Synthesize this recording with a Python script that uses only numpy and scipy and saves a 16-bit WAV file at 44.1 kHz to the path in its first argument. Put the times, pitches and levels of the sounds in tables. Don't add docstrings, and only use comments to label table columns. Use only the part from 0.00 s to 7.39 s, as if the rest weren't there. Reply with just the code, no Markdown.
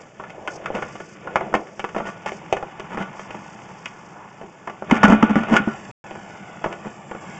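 import sys
import numpy as np
from scipy import signal
from scipy.fft import rfft, irfft, next_fast_len
from scipy.io import wavfile
from scipy.ndimage import map_coordinates

SR = 44100
rng = np.random.default_rng(int(sys.argv[2]) if len(sys.argv) > 2 else 0)


def pcm_store(signal):
    levels = np.round(np.clip(np.atleast_2d(signal), -1, 1) * 32767)
    wavfile.write(sys.argv[1], SR, levels.astype(np.int16).T)


N = 325987

# (time [s], relative level [dB], clack near 1.4 kHz [dB], snap near 3 kHz [dB]);
# clack and snap are set against the body of the contact at 300-900 Hz
CONTACTS = [(0.198, -31, -4, -29), (0.237, -51, 15.5, -6), (0.302, -45, -6, -5), (0.475, -31, 6, -8.5),
            (0.658, -37.5, 14, -4), (0.702, -26, -20, -46), (0.75, -24, -18, -18), (0.767, -29.5, -9, -22),
            (0.822, -25.5, 0.5, -17), (0.954, -41, -2, -10.5), (1.001, -34.5, -4, -16.5),
            (1.272, -33, 2, -23), (1.357, -19.5, 1.5, -14.5), (1.408, -23, -10.5, -28),
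            (1.527, -40.5, 1, -20), (1.54, -17, -4, -17.5), (1.55, -19, -11.5, -17), (1.794, -30, -6, -9.5),
            (1.841, -27, -1.5, -16.5), (1.889, -40.5, -1, -10), (1.947, -31.5, -2, -19.5),
            (1.963, -22, -12, -32), (1.983, -30, -6, -17), (2.001, -27, -5, -23), (2.053, -37, -5, -16),
            (2.26, -24, -18, -17), (2.319, -29.5, -20, -18), (2.526, -15.5, -16.5, -16.5),
            (2.567, -28.5, -6.5, -16.5), (2.626, -27, -5.5, -26.5), (2.797, -32, -7, -11),
            (2.973, -26, -4, -22), (3.008, -37.5, 7.5, -21), (3.023, -37, -12, -8.5),
            (3.194, -37.5, 1, -12), (3.306, -36, -4, -11), (3.345, -32.5, -11, -23), (3.857, -42, 7.5, 3.5),
            (4.413, -35, -9.5, -23), (4.431, -31.5, -32, -34), (4.674, -29.5, 3, -20),
            (4.697, -35, -1, -16), (4.822, -32.5, -3.5, -31), (4.898, -28.5, -2, -20), (4.91, -19, 0, -11),
            (4.924, -21, -7.5, -22.5), (5.031, -15.5, 5.5, -10.5), (5.039, -18.5, 8.5, -8),
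            (5.05, -20.5, 5.5, -11), (5.081, -16, -18, -20.5), (5.101, -23.5, -10, -12),
            (5.122, -18, -0.5, -18.5), (5.226, -15.5, 0.5, -18.5), (5.356, -19, 0, -21),
            (5.433, -31.5, -1, -14), (5.565, -25.5, 11.5, 0.5), (5.677, -25, -8.5, -36),
            (6.109, -31.5, -13, -21), (6.152, -36.5, -2.5, -24), (6.641, -22, -6, -20),
            (6.66, -23.5, -9.5, -27), (6.726, -36.5, -7, -10.5), (7.112, -29.5, -7, -22),
            (7.148, -30.5, -8, -29)]
# (time [s], length [s], relative level [dB], hardness [dB])
JUDDERS = [(0.734, 0.065, -32, -1.5), (0.826, 0.096, -47, -1.5), (1.959, 0.038, -31, -0.5),
           (2.057, 0.052, -34.5, 3.5), (2.258, 0.043, -33.5, 8.5), (2.9, 0.067, -36, 1.5),
           (2.972, 0.068, -35.5, 3.5), (4.933, 0.053, -30.5, 5.5), (5.071, 0.083, -19, -4.5),
           (5.29, 0.029, -26, -2), (5.355, 0.064, -32, 2.5), (5.482, 0.038, -28, -0.5),
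           (5.514, 0.058, -20.5, 0.5), (6.69, 0.068, -37, -6), (6.845, 0.041, -34, -6.5)]
# (time [s], level [dB], settled pitch [Hz], rise time constant [s], t60 [s])
CASE_JOLTS = [(0.745, -26, 196, 0.0031, 0.13), (2.01, -31.5, 213, .008, 0.18),
              (3.0, -28, 172, 0.0054, 0.092), (4.919, -2, 229, 0.0059, 0.04), (4.953, -18, 222, .008, 0.11),
              (5.038, -1, 208, 0.0043, 0.11), (5.098, -2.5, 228, 0.0037, 0.036),
              (5.119, -3.5, 214, 0.0058, 0.16), (5.226, -1.5, 222, 0.0045, 0.07),
              (5.295, -9, 210.6, 0.018, 0.065), (5.359, -8, 221.5, 0.0033, 0.12),
              (5.399, -20.5, 225, 0.0057, 0.17), (5.506, -9.5, 226, 0.017, 0.17),
              (5.596, -16, 212, 0.0049, 0.089), (5.674, -12.5, 220, 0.001, 0.085)]
# (frequency [Hz], relative level [dB], t60 [s])
FRAME_MODES = [(680, -12, 0.14), (1174, 1, 0.14), (1373, 5, 0.2), (1460, 0.5, 0.41), (1800, -6.5, 0.13),
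               (2229, -9.5, 0.14), (2446, -10, 0.33), (2969, -14.5, 0.31)]
# (frequency [Hz], width [Hz], gain [dB])
HOUSING_MODES = [(206, 28, 6.5), (264, 64, -12), (338, 84, 2), (860, 79, 3), (1159, 33, 7.5),
                 (1210, 180, -3.5), (1476, 98, 5.5), (1567, 57, -15.5), (1738, 120, 4.5), (2140, 272, 7.5),
                 (2550, 330, 6.5), (2958, 100, 5)]
# (time [s], effort [dB])
PULL_EFFORT = [(0, -0.5), (0.13, -8.5), (0.24, 0.5), (0.42, -4), (0.8, 5), (1.1, -2.5), (1.42, 4.5),
               (1.72, -5), (2.03, 1), (2.3, 2), (2.8, 0.5), (3.0, 3.5), (3.55, 0.5), (4.55, -5),
               (4.84, -1.5), (4.96, 15), (5.6, 10.5), (5.82, 2), (6.7, 1.5), (7.0, -2), (7.39, 5.5)]
# (time [s], length [s], starting level [dB])
BINDING = [(0.32, 0.5, -39), (1.22, 0.37, -34.5), (4.12, 0.1, -46)]
# (time [s], length [s], starting level [dB])
GRIT_PATCHES = [(0.0, 0.013, -49.5), (0.48, 0.084, -49), (0.74, 0.4, -54.5), (1.56, 0.53, -59.5),
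                (2.06, 0.064, -54.5), (2.26, 0.12, -52.5), (2.4, 0.22, -64), (3.15, 0.1, -52),
                (3.3, 0.84, -57.5), (5.65, 1.32, -58), (7.2, 0.19, -55.5)]
# (time [s], pitch [Hz])
RUBBING_PITCH = [(0, 632), (0.55, 660), (0.8, 463), (1.4, 577), (2.0, 660), (2.6, 850), (3.6, 880),
                 (4.25, 945), (4.5, 787)]
# (multiple of the pitch [ratio], relative level [dB])
RUB_COLOUR = [(.15, -16.5), (.45, -5), (.78, -1.5), (1, 1.5), (1.18, -2.5), (1.8, -14), (4, -62)]
# (frequency [Hz], relative level [dB])
RUMBLE_COLOUR = [(20, -38), (60, -16.5), (110, -3), (160, 4), (210, 2), (280, 0.5), (450, -14.5),
                 (1500, -69)]
# (frequency [Hz], relative level [dB])
SCRAPE_COLOUR = [(500, -18.5), (1100, 2), (1500, 1.5), (2100, -7.5), (2900, -8.5), (3500, -9.5),
                 (4500, -30.5), (8000, -44.5)]
# (frequency [Hz], relative level [dB])
FIZZ_COLOUR = [(2500, -27.5), (4000, -10), (5000, -1.5), (6500, -2), (7400, -6.5), (8000, -13.5),
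               (8700, -25)]
# (frequency [Hz], relative level [dB])
HISS_COLOUR = [(20, -11.5), (60, -5), (160, 3.5), (300, 17.5), (900, -1), (1500, -1), (3000, -14),
               (5000, -10.5), (7200, -2.5), (8700, -46)]
# (frequency [Hz], t60 [s])
YARD_DECAY = [(100, 0.089), (220, 0.43), (700, 0.27), (2000, 0.16), (8000, 0.085)]
# (start time [s], end time [s])
CUT_OUT = (5.9136, 6.0413)

TOP_HZ = 8764
FREE_S = 2.85
THUD_IN_PIPE_DB, THUD_FREE_DB = -6.5, 2
SCRAPE_THUD_DB = 8
SUB_DB = -12.5
TICK_DB, TICK_CLACK_DB, TICK_SNAP_DB = -48.5, 4.5, -10.5
SCRAPE_CLACK_DB, SCRAPE_CLACK_PER_HARDNESS, SCRAPE_SNAP_DB = -2.5, 0.62, -18
RUMBLE_DB, RUMBLE_GROWS = -46, 0.94
RUB_DB, RUB_GROWS = -45, 0.68
SCRAPE_DB, SCRAPE_GROWS = -47.5, 1.0
FIZZ_DB, FIZZ_GROWS = -63, 0.3
BIND_ATTACK_S, BIND_RELEASE_S, BIND_SLOPE_DB_PER_S = 0.04, 0.038, 3.5
GRIT_ATTACK_S, GRIT_RELEASE_S, GRIT_SLOPE_DB_PER_S = 0.012, 0.014, -3.5


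def knocks(size=8192, first=0.44, hold_s=.0035, t60_s=0.047, bounce=0.19, level_db=43, chatter_top_hz=4500):
    track, t = np.zeros(N), np.arange(size) / SR
    for s, db, clack, snap in CONTACTS + ticks():
        chatter = touches(size, rate=5000, spiky=0.2) * amp(-60 * np.maximum(t - hold_s, 0) / t60_s)
        chatter *= 1 - np.exp(-t / 0.00021)
        chatter /= np.linalg.norm(chatter)
        force = filtered(chatter, lambda hz: 1 / np.hypot(1, hz / chatter_top_hz))
        force[round(.0012 * SR)] += first
        trip = round(rng.uniform(0.002445, .0055) * SR)
        returned = np.pad(force, (trip, 0))[:size]
        force = (force + bounce * returned) / np.hypot(1, bounce)
        add(track, s, amp(db + level_db) * struck(force, thud_at(s), clack, snap))
    return track


def ticks(count=6):
    return [(rng.uniform(0, FREE_S), TICK_DB, TICK_CLACK_DB, TICK_SNAP_DB) for _ in range(count)]


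def scrapes(size=16384, level_db=15):
    track, t = np.zeros(N), np.arange(size) / SR
    for s, length, db, hardness in JUDDERS:
        stroke = np.sqrt(np.abs(np.sin(np.pi * np.minimum(t / length, 1))))
        force = stroke * unit(touches(size, rate=2500, spiky=0.4))
        clack = SCRAPE_CLACK_DB + SCRAPE_CLACK_PER_HARDNESS * hardness
        snap = SCRAPE_SNAP_DB + hardness
        add(track, s, amp(db + level_db) * struck(force, thud_at(s) + SCRAPE_THUD_DB, clack, snap))
    return track


def touches(size, rate, spiky):
    strength = rng.standard_normal(size) * np.exp(spiky * rng.standard_normal(size))
    return strength * (rng.random(size) < rate / SR)


def thud_at(s):
    return THUD_IN_PIPE_DB if s < FREE_S else THUD_FREE_DB


def struck(force, thud, clack, snap):
    hz = np.fft.rfftfreq(len(force), 1 / SR)
    colour = [(25, SUB_DB), (90, SUB_DB), (190, thud), (450, 0),
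              (800, 0.27 * clack + 1), (1400, clack - 1),
              (2400, snap - 1), (3100, snap + 0.5), (3600, snap - 6),
              (4700, snap - 11), (7000, snap - 10.5), (8600, snap - 26)]
    return irfft(rfft(force) * causal(amp(along(colour, hz)) * housing(hz)))


def housing(hz):
    gain_db = sum(db / (1 + ((hz - centre) / (width / 2)) ** 2) for centre, width, db in HOUSING_MODES)
    return amp(gain_db)


def jolts(upper_db=-10, upper_ratio=1.3, sag=0.021, shove_db=-26):
    track, t = np.zeros(N), np.arange(SR // 2) / SR
    for s, db, hz, rise, t60 in CASE_JOLTS:
        swell = (1 - np.exp(-(t / rise) ** 2)) * amp(-60 * t / t60)
        phase = 2 * np.pi * np.cumsum(hz * (1 + sag * np.exp(-t / 0.0093))) / SR
        upper = np.sin(upper_ratio * phase + rng.uniform(0, 2 * np.pi))
        boom = np.sin(phase) + amp(upper_db) * upper
        shove = unit(filtered(rng.standard_normal(len(t)), lambda f: 1 / (1 + (f / 170) ** 4)))
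        add(track, s, amp(db) * swell / swell.max() * (boom + amp(shove_db) * shove))
    return track


def frame(boom, ring_db=-24, loose=0.41):
    t = np.arange(SR // 2) / SR
    ring = sum(amp(db - 60 * t / t60) * np.sin(2 * np.pi * hz * t) for hz, db, t60 in FRAME_MODES)
    buzz = np.abs(boom) ** loose * rng.standard_normal(N)
    return amp(ring_db) * signal.fftconvolve(buzz, ring / np.linalg.norm(ring))[:N]


def slide():
    effort_db = np.interp(np.arange(N) / SR, *np.transpose(PULL_EFFORT))
    binding = strokes(BINDING, BIND_ATTACK_S, BIND_RELEASE_S, BIND_SLOPE_DB_PER_S)
    grit = strokes(GRIT_PATCHES, GRIT_ATTACK_S, GRIT_RELEASE_S, GRIT_SLOPE_DB_PER_S)
    rumble = amp(RUMBLE_DB + RUMBLE_GROWS * effort_db) * friction(RUMBLE_COLOUR, rate=43, grain_db=1.5)
    rub = np.hypot(amp(RUB_DB + RUB_GROWS * effort_db), binding) * rubbing()
    scrape = amp(SCRAPE_DB + SCRAPE_GROWS * effort_db) * friction(SCRAPE_COLOUR, rate=350, grain_db=2.0)
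    fizz_gain = np.hypot(amp(FIZZ_DB + FIZZ_GROWS * effort_db), grit)
    fizz = fizz_gain * friction(FIZZ_COLOUR, rate=150, grain_db=2.5)
    return rumble + rub + phasing(scrape + fizz)


def strokes(rows, attack, release, slope_db):
    gain = np.zeros(N)
    for s, length, db in rows:
        t = np.maximum(np.arange(N) / SR - s, 0)
        held = amp(db + slope_db * np.minimum(t, length))
        fade = np.exp(-np.maximum(t - length, 0) / release)
        gain += held * np.minimum(t / attack, 1) * fade
    return gain


def friction(spectrum, rate, grain_db):
    slips = rng.standard_normal(N) * amp(grain_db * wobble(rate))
    return unit(filtered(slips, lambda hz: amp(along(spectrum, hz)) * housing(hz)))


def rubbing(grain_db=2):
    slips = rng.standard_normal(N) * amp(grain_db * wobble(110))
    hz, t, z = signal.stft(slips, SR, nperseg=1024)
    pitch = np.interp(t, *np.transpose(RUBBING_PITCH))
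    shape = amp(along(RUB_COLOUR, hz[:, None] / pitch))
    resonant = signal.istft(z * shape, SR, nperseg=1024)[1][:N]
    return unit(filtered(resonant, housing))


def phasing(x, start_s=5.7, near_s=0.00103, far_s=0.00188):
    t = np.arange(N) / SR
    delay = np.interp(t, [start_s, N / SR], [near_s, far_s])
    return x + .4 * (t > start_s) * map_coordinates(x, [(t - delay) * SR])


def whistle(centre_hz=7350, width_hz=300, level_db=-61):
    swell = np.interp(np.arange(N) / SR, [5.6, 5.75, 6.3, 6.8, 7.3], [0.18, 1.0, 0.48, .6, 1.35])
    band = filtered(rng.standard_normal(N), lambda hz: 1 / (1 + (2 * (hz - centre_hz) / width_hz) ** 2))
    return amp(level_db) * swell * unit(band)


def yard(x):
    hz, t, z = signal.stft(rng.standard_normal(SR // 2), SR, nperseg=256)
    decay = amp(-60 * t / along(YARD_DECAY, hz)[:, None])
    tail = signal.istft(z * decay, SR, nperseg=256)[1]
    tail = np.pad(tail, (round(.006 * SR), 0))
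    return signal.fftconvolve(x, tail / np.linalg.norm(tail))[:N]


def background(level_db=-56):
    return amp(level_db) * unit(filtered(rng.standard_normal(N), lambda hz: amp(along(HISS_COLOUR, hz))))


def amp(db):
    return 10 ** (np.asarray(db) / 20)


def unit(x):
    return x / np.sqrt(np.mean(x ** 2) + 1e-20)


def along(points, hz):
    f, v = np.transpose(points)
    return np.interp(np.log(hz + 1), np.log(f + 1), v)


def wobble(rate):
    knots = rng.standard_normal(int(N * rate / SR) + 4)
    return map_coordinates(knots, [np.arange(N) * rate / SR])


def filtered(x, response):
    m = next_fast_len(len(x) + 8192)
    return irfft(rfft(x, m) * response(np.fft.rfftfreq(m, 1 / SR)), m)[:len(x)]


def causal(gain):
    cepstrum = irfft(np.log(np.maximum(gain, 1e-6)))
    half = len(cepstrum) // 2
    cepstrum[1:half] *= 2
    cepstrum[half + 1:] = 0
    return np.exp(rfft(cepstrum))


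def add(track, s, sound):
    part = track[round(s * SR):][:len(sound)]
    part += sound[:len(part)]


def scene():
    boom = jolts()
    hits = knocks() + scrapes() + frame(boom)
    echo = amp(-12.5) * yard(hits)
    return (hits + boom + echo + slide() + whistle() + background())[None]


def record(dry, notch_hz=4020, notch_half_width_hz=640, trough=0.85):
    x = dry[0]
    ceiling = np.where(x > 0, 1, trough)
    x = x / (1 + np.abs(x / ceiling) ** 4) ** (1 / 4)

    def notch(hz):
        off_centre = notch_hz ** 2 - hz ** 2
        return off_centre / (off_centre + 2j * hz * notch_half_width_hz)

    x = filtered(x, notch)
    t = np.arange(N) / SR
    x = x * ((t < CUT_OUT[0]) | (t > CUT_OUT[1]))
    x = filtered(x, lambda hz: 1 / (1 + (hz / TOP_HZ) ** 80))
    return np.clip(x, -1, 1)[None]


dry = scene()
out = record(dry)
pcm_store(out)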